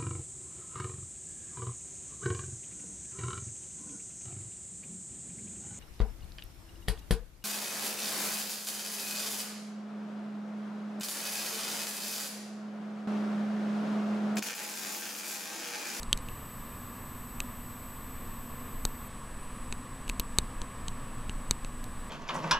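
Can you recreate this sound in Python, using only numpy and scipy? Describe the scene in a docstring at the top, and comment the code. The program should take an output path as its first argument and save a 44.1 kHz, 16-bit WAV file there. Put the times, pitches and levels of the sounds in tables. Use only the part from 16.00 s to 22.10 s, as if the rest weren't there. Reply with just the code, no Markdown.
"""The fans of a desktop computer under load rush and hum through the case, close to a small hand-held camera.
Filtered noise makes the air, wavering sines the rotor tones. The camera adds hiss, a thin whistle and a fine
buzz of ticks, then for a while a high sine whine, which gives way to the noisy whirr of its zoom.
Fingers make its plastic shell click, as decaying modes, and rumble, as swelling low noise."""
import sys
import numpy as np
from scipy import signal
from scipy.fft import rfft, irfft, next_fast_len
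from scipy.io import wavfile
from scipy.ndimage import map_coordinates

SR = 44100
rng = np.random.default_rng(int(sys.argv[2]) if len(sys.argv) > 2 else 0)


def to_wav(sig):
    """Store sig (one row per channel, or 1-D mono) as 16-bit WAV at the path in sys.argv[1].

    Samples outside -1..1 are clipped; the rate is SR.
    """
    pcm = np.clip(np.atleast_2d(sig), -1, 1) * 32767
    pcm = np.round(pcm).astype(np.int16)
    wavfile.write(sys.argv[1], SR, pcm.T)  # frames by channels


N = 268812
T = np.arange(N) / SR  # time of each sample, s
FRAME_HZ = 29.97  # picture rate of the camera


def amp(db):
    """Decibels to gain."""
    return 10 ** (np.asarray(db) / 20)


def unit(x):
    """Scale to rms 1."""
    return x / np.sqrt(np.mean(x ** 2) + 1e-20)


def curve(rows):
    """Join (time, value) rows by straight lines, one value per sample."""
    return np.interp(T, *np.transpose(rows))


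def wobble(rate):
    """A smooth random curve around zero, with rate knots a second."""
    knots = rng.standard_normal(int(N * rate / SR) + 4)
    return map_coordinates(knots, [T * rate])


def noise():
    """White noise."""
    return rng.standard_normal(N)


def sine(turns):
    """A sine of rms 1 from its phase in turns."""
    return np.sqrt(2) * np.sin(2 * np.pi * turns)


def filtered(x, response):
    """Multiply the spectrum of x by a response of frequency in Hz."""
    m = next_fast_len(N + SR // 2)
    spectrum = rfft(x, m) * response(np.fft.rfftfreq(m, 1 / SR))
    return irfft(spectrum, m)[..., :N]


def coloured(x, points):
    """Shape x by spectrum points joined on a log frequency axis, then scale to rms 1."""
    f, db = np.transpose(points)
    return unit(filtered(x, lambda hz: amp(np.interp(np.log(hz + 1), np.log(f), db))))


# colour of the air through the case: (frequency [Hz], relative density [dB per Hz])
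AIR_COLOUR = [(25, -5), (60, 3), (130, 0.5), (175, -3), (240, -1), (300, -7), (390, -11), (520, -9),
              (800, -14.5), (1400, -19), (1750, -13.5), (2150, -19), (2650, -19.5), (4000, -27.5),
              (7000, -42.5)]
# resonances of the graphics card's air duct: (frequency [Hz], width [Hz], relative level [dB])
DUCT_MODES = [(936, 395, 11.5), (1113, 191, 20.5)]
FLUTTER_DB = .55  # scale of the random level flutter


def airflow(air_db=-47.0, duct_db=-52):
    """Turbulence from the blades, coloured by the case and ringing in the card's duct."""
    def duct(f):
        total = 0
        for k, (centre, width, db) in enumerate(DUCT_MODES):
            resonance = 1j * f * width / (centre ** 2 - f ** 2 + 1j * f * width)
            total = total + amp(db) * resonance * (-1) ** k
        return total

    case_air = amp(air_db) * coloured(noise(), AIR_COLOUR)
    duct_air = amp(duct_db) * unit(filtered(noise(), duct))
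    return (case_air + duct_air) * amp(FLUTTER_DB * wobble(7))


# low tones of case fans, drives and mains: (centre frequency [Hz], mid level [dB rms])
CASE_TONES = [(72, -64), (87.5, -65), (111, -64), (120.4, -59), (137.3, -63), (206.6, -64), (221.4, -62),
              (232.8, -62), (241.6, -55.5), (263.1, -60), (309.5, -67), (465.7, -72), (731.5, -71),
              (1172, -67), (1316.5, -73)]
# tones of the seven-bladed card fan: (multiple of the shaft rate, mid level [dB rms])
CARD_FAN_TONES = [(7, -60), (34, -74), (44, -72), (52, -72), (54, -77), (58, -78), (60, -68), (62, -75),
                  (64, -76), (66, -79), (70, -80), (78, -82)]
SHAFT_HZ = 27.69  # centre of the card fan's turning rate


def hum(drift_hz=0.51, waver_db=2, fan_db=0, fan_drift=0.00056):
    """Rotor tones drift a little in pitch and swell as the camera moves through the sound field."""
    def tone(turns, db):
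        level = amp(db + waver_db * wobble(2.994))
        return level * sine(turns + rng.random())

    # all card fan tones share one shaft; each case tone drifts on its own
    shaft = np.cumsum(SHAFT_HZ * (1 + fan_drift * wobble(3.02))) / SR
    card = sum(tone(order * shaft, db + fan_db) for order, db in CARD_FAN_TONES)
    case = sum(tone(np.cumsum(hz + drift_hz * wobble(4.23)) / SR, db) for hz, db in CASE_TONES)
    return card + case


# ring of one electronic tick: (frequency [Hz], relative level [dB])
TICK_RING = [(7900, 2.5), (8700, -11), (9400, -2), (10000, 5), (11800, -12)]
TICK_T60_S = .005


def ticks(rate, start):
    """The same tiny decaying ring, rate times a second."""
    age = (T - start) % (1 / rate)
    out = np.zeros(N)
    for k, (hz, db) in enumerate(TICK_RING):
        out += (-1) ** k * amp(db - 60 * age / TICK_T60_S) * np.sin(2 * np.pi * hz * age)
    return out


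# colour of the electronic hiss: (frequency [Hz], relative density [dB per Hz])
HISS_COLOUR = [(3000, 0.5), (7300, -3.5), (8600, 9), (10000, 0), (11000, -3), (12000, -1), (14300, -4),
               (15000, -21)]
# whistling electronic tones of steady pitch: (frequency [Hz], mid level [dB rms])
WHISTLE_TONES = [(6387, -79), (7867.2, -57), (14975, -129)]
TICK_HZ = 100  # rate of the fast tick train


def electronics(hiss_db=-58.0, buzz_db=-65, frame_tick_db=2):
    """Even hiss, a buzz of tiny ticks (a fast train and two a picture), and a faintly wavering whistle."""
    hiss = amp(hiss_db) * coloured(noise(), HISS_COLOUR)
    per_frame = ticks(FRAME_HZ, .0066) + ticks(FRAME_HZ, .0129)
    buzz = unit(ticks(TICK_HZ, 0.012) + amp(frame_tick_db) * per_frame)
    whistle = sum(amp(db + 0.82 * wobble(24)) * sine(hz * T) for hz, db in WHISTLE_TONES)
    return hiss + amp(buzz_db) * buzz + whistle


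# colour of the noise that differs between the channels: (frequency [Hz], relative density [dB per Hz])
SIDE_COLOUR = [(25, 6), (70, 7), (220, -30), (500, -30), (1200, -44), (2300, -59), (3300, -26.5),
               (14000, -26.5)]


def side_noise(side_db):
    """A trace of steady noise, strongest in the bass and weakest around 2 kHz; each call is independent."""
    return amp(side_db) * coloured(noise(), SIDE_COLOUR)


# colour of the grip's rumble: (frequency [Hz], relative density [dB per Hz])
RUMBLE_COLOUR = [(3, 12), (8, -11), (18, 15.5), (30, 8), (50, -1.5), (100, -20.5), (250, -33), (600, -89)]
REST_DB, TIRE_DB_PER_S = -48, 1.43  # tremor of the hand at the start, and its growth as the arm tires
SHIFT_DB, SHIFT_S = -38, 0.054  # peak rumble of the grip around a firm click, and its Gaussian spread
FIRM_DB, SHIFT_GROWS = -34, 0.27  # body level of a firm click; dB of rumble per dB of that level


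def handling():
    """The hand trembles on the camera; around each click the grip shifts and rumbles with its force."""
    power = amp(REST_DB + TIRE_DB_PER_S * T) ** 2
    for s, db, _, _, _, body_db in CLICK_EVENTS:
        swell = np.exp(-.5 * ((T - s) / SHIFT_S) ** 2)
        shift_db = SHIFT_DB + SHIFT_GROWS * (db + body_db - FIRM_DB)
        power = power + (amp(shift_db) * swell) ** 2
    return np.sqrt(power) * coloured(noise(), RUMBLE_COLOUR)


# snaps of the shell under the fingers, the last three columns relative to the level:
# (time [s], level [dB], note of the pressed panel [Hz], panel [dB], treble [dB], body [dB])
CLICK_EVENTS = [(0.0313, -41, 3600, -16, -8, -8), (.129, -24.5, 3180, 4.5, -7.5, -15.5),
                (.175, -45, 2450, -5, 3, -12), (0.188, -55, 2980, -6, -4, -14),
                (.2865, -53.5, 2750, 9.5, -14, -18), (1.4032, -36, 2620, 4.5, -1, -14),
                (2.8519, -28.5, 2520, -17.5, -5, -6.5), (3.7253, -39.5, 2550, 2, -20, -3.5),
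                (4.0797, -52, 2800, 6, 0, -17), (4.0923, -46, 3450, 0, 2, -17),
                (4.0968, -37.5, 2600, 6, -5, -3), (4.1974, -34, 2560, -6, 7, -3.5),
                (4.2018, -45.5, 3060, 4, -8, -28), (4.3856, -21.5, 2500, -12.5, -6.5, -9),
                (4.617, -42.5, 3260, -2.5, -25, -1.5), (4.8826, -38, 3100, -3, -22, -12),
                (5.2953, -45, 2830, 7, -16, 5), (5.51, -23.5, 2370, -11.5, -8, -11.5),
                (5.6474, -45.5, 2630, 2, -24, -2), (5.8415, -49, 3220, -16, 3, -7)]
# modes of the shell, from the knock up to the treble: (frequency [Hz], relative level [dB], t60 [s])
SHELL_MODES = [(133, -6, 0.055), (430, 3, 0.012), (920, 0, 0.011), (1450, 4.5, 0.0038),
               (2940, -22.5, 0.024), (3788, -5.5, 0.01), (4364, -1.5, 0.0062), (6360, -0.5, 0.0045),
               (7920, -3.5, 0.0065), (8770, 1.5, 0.0055), (8740, 4.5, 0.0021), (11570, -4, 0.0049),
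               (12650, -11, 0.0061), (14500, -13, 0.0045)]
KNOCK_DB, KNOCK_GROWS = -5.5, 0.77  # offset of the modes below 2 kHz, and their dB gain per dB of body
CRACK_T60_S = .018


def clicks(ring_db=12, panel_db=15, panel_t60=0.0072, crack_db=-16, thump_db=11, thump_hz=52, push_db=15):
    """Each snap rings the pressed panel and the shell's modes, cracks, and shoves the whole body once."""
    t = np.arange(SR // 8) / SR

    def ring(hz, db, t60):
        return amp(db - 60 * t / t60) * np.sin(2 * np.pi * hz * t)

    hz, mode_db, t60 = np.transpose(SHELL_MODES)[:, :, None]
    group = np.digitize(hz, [2000, 9000])  # knock, middle, treble
    sign = (-1) ** np.arange(len(hz))[:, None]  # neighbouring modes move the microphone in opposite directions
    flex = 1 - np.exp(-t / .0003)  # soft onset
    push = amp(push_db - 60 * t / .008) * flex
    sway = ring(thump_hz, thump_db, .05)
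    out = np.zeros(N + SR)
    for s, db, panel_hz, note_db, treble_db, body_db in CLICK_EVENTS:
        group_db = np.array([KNOCK_DB + KNOCK_GROWS * body_db, 0, treble_db])
        # every snap strikes and tunes the modes a little differently
        colour = group_db[group] + rng.standard_normal(hz.shape)
        pitch = hz * (1 + .012 * rng.standard_normal(hz.shape))
        shell = np.sum(sign * ring(pitch, ring_db + mode_db + colour, t60), axis=0)
        panel = flex * ring(panel_hz, panel_db + note_db, panel_t60)
        crack_level = amp(ring_db + crack_db + treble_db - 60 * t / CRACK_T60_S)
        crack = crack_level * rng.standard_normal(len(t))
        body = amp(body_db) * (push + sway)
        out[round(s * SR):][:len(t)] -= amp(db) * (shell + panel + crack + body)
    return out[:N]


def desk(x, echo_db=-23, t60=0.033):
    """The screen and the desk answer each click faintly, as decaying noise after two milliseconds."""
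    t = np.arange(SR // 8) / SR
    tail = rng.standard_normal(len(t)) * amp(-60 * t / t60) * (t > .002)
    tail = tail / np.linalg.norm(tail)
    return x + amp(echo_db) * signal.fftconvolve(x, tail)[:N]


def gates(rate, start, width):
    """Short Gaussian gates of peak 1, rate times a second; width is their spread in seconds."""
    away = ((T - start) * rate + .5) % 1 - .5
    return np.exp(-.5 * (away / rate / width) ** 2)


# level of the high whine before its dips: (time [s], level [dB rms])
WHINE_LEVEL = [(.21, -100), (.217, -57), (.278, -60), (.285, -53.5), (3.08, -53.5), (3.087, -100)]
WHINE_HZ = 13186.8


def lens_whine(gap_depth=0.84):
    """A high sine whine that dips once a picture and stops as the zoom motor starts to whirr."""
    dips = np.minimum(1, 1.6 * gates(FRAME_HZ, 0.014, 0.0012))
    gate = 1 - np.clip(gap_depth, 0, 1) * dips
    return amp(curve(WHINE_LEVEL)) * gate * sine(WHINE_HZ * T)


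# level of the lens motor before its roughness: (time [s], level [dB])
ZOOM_LEVEL = [(3.05, -90), (3.15, -69), (3.33, -72), (3.42, -61.5), (3.68, -63), (3.8, -92)]
# colour of the motor's whirr: (frequency [Hz], relative density [dB per Hz])
WHIRR_COLOUR = [(5000, -34), (7500, -15), (8600, 1), (9400, 11), (10400, 1), (11500, -2), (14000, -23)]
ZOOM_ROUGH_DB = 3.5  # scale of the random level roughness


def zoom_motor(zoom_db=0):
    """The zoom motor whirrs as a band of treble noise with a rough, uneven level."""
    level_db = curve(ZOOM_LEVEL) + zoom_db + ZOOM_ROUGH_DB * wobble(37)
    return amp(level_db) * coloured(noise(), WHIRR_COLOUR)


def scene(side_db=-66):
    """One microphone feeds both channels; a trace of steady noise, independent in each, is added."""
    computer = airflow() + hum()
    camera = electronics() + handling() + desk(clicks()) + lens_whine() + zoom_motor()
    mono = computer + camera
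    return np.array([mono + side_noise(side_db) for channel in range(2)])


TOP_HZ = 15000  # band limit of the camera


def record(dry):
    """The camera cuts steeply above its band limit."""
    return filtered(dry, lambda hz: 1 / np.sqrt(1 + (hz / TOP_HZ) ** 120))


dry = scene()
out = record(dry)
to_wav(out)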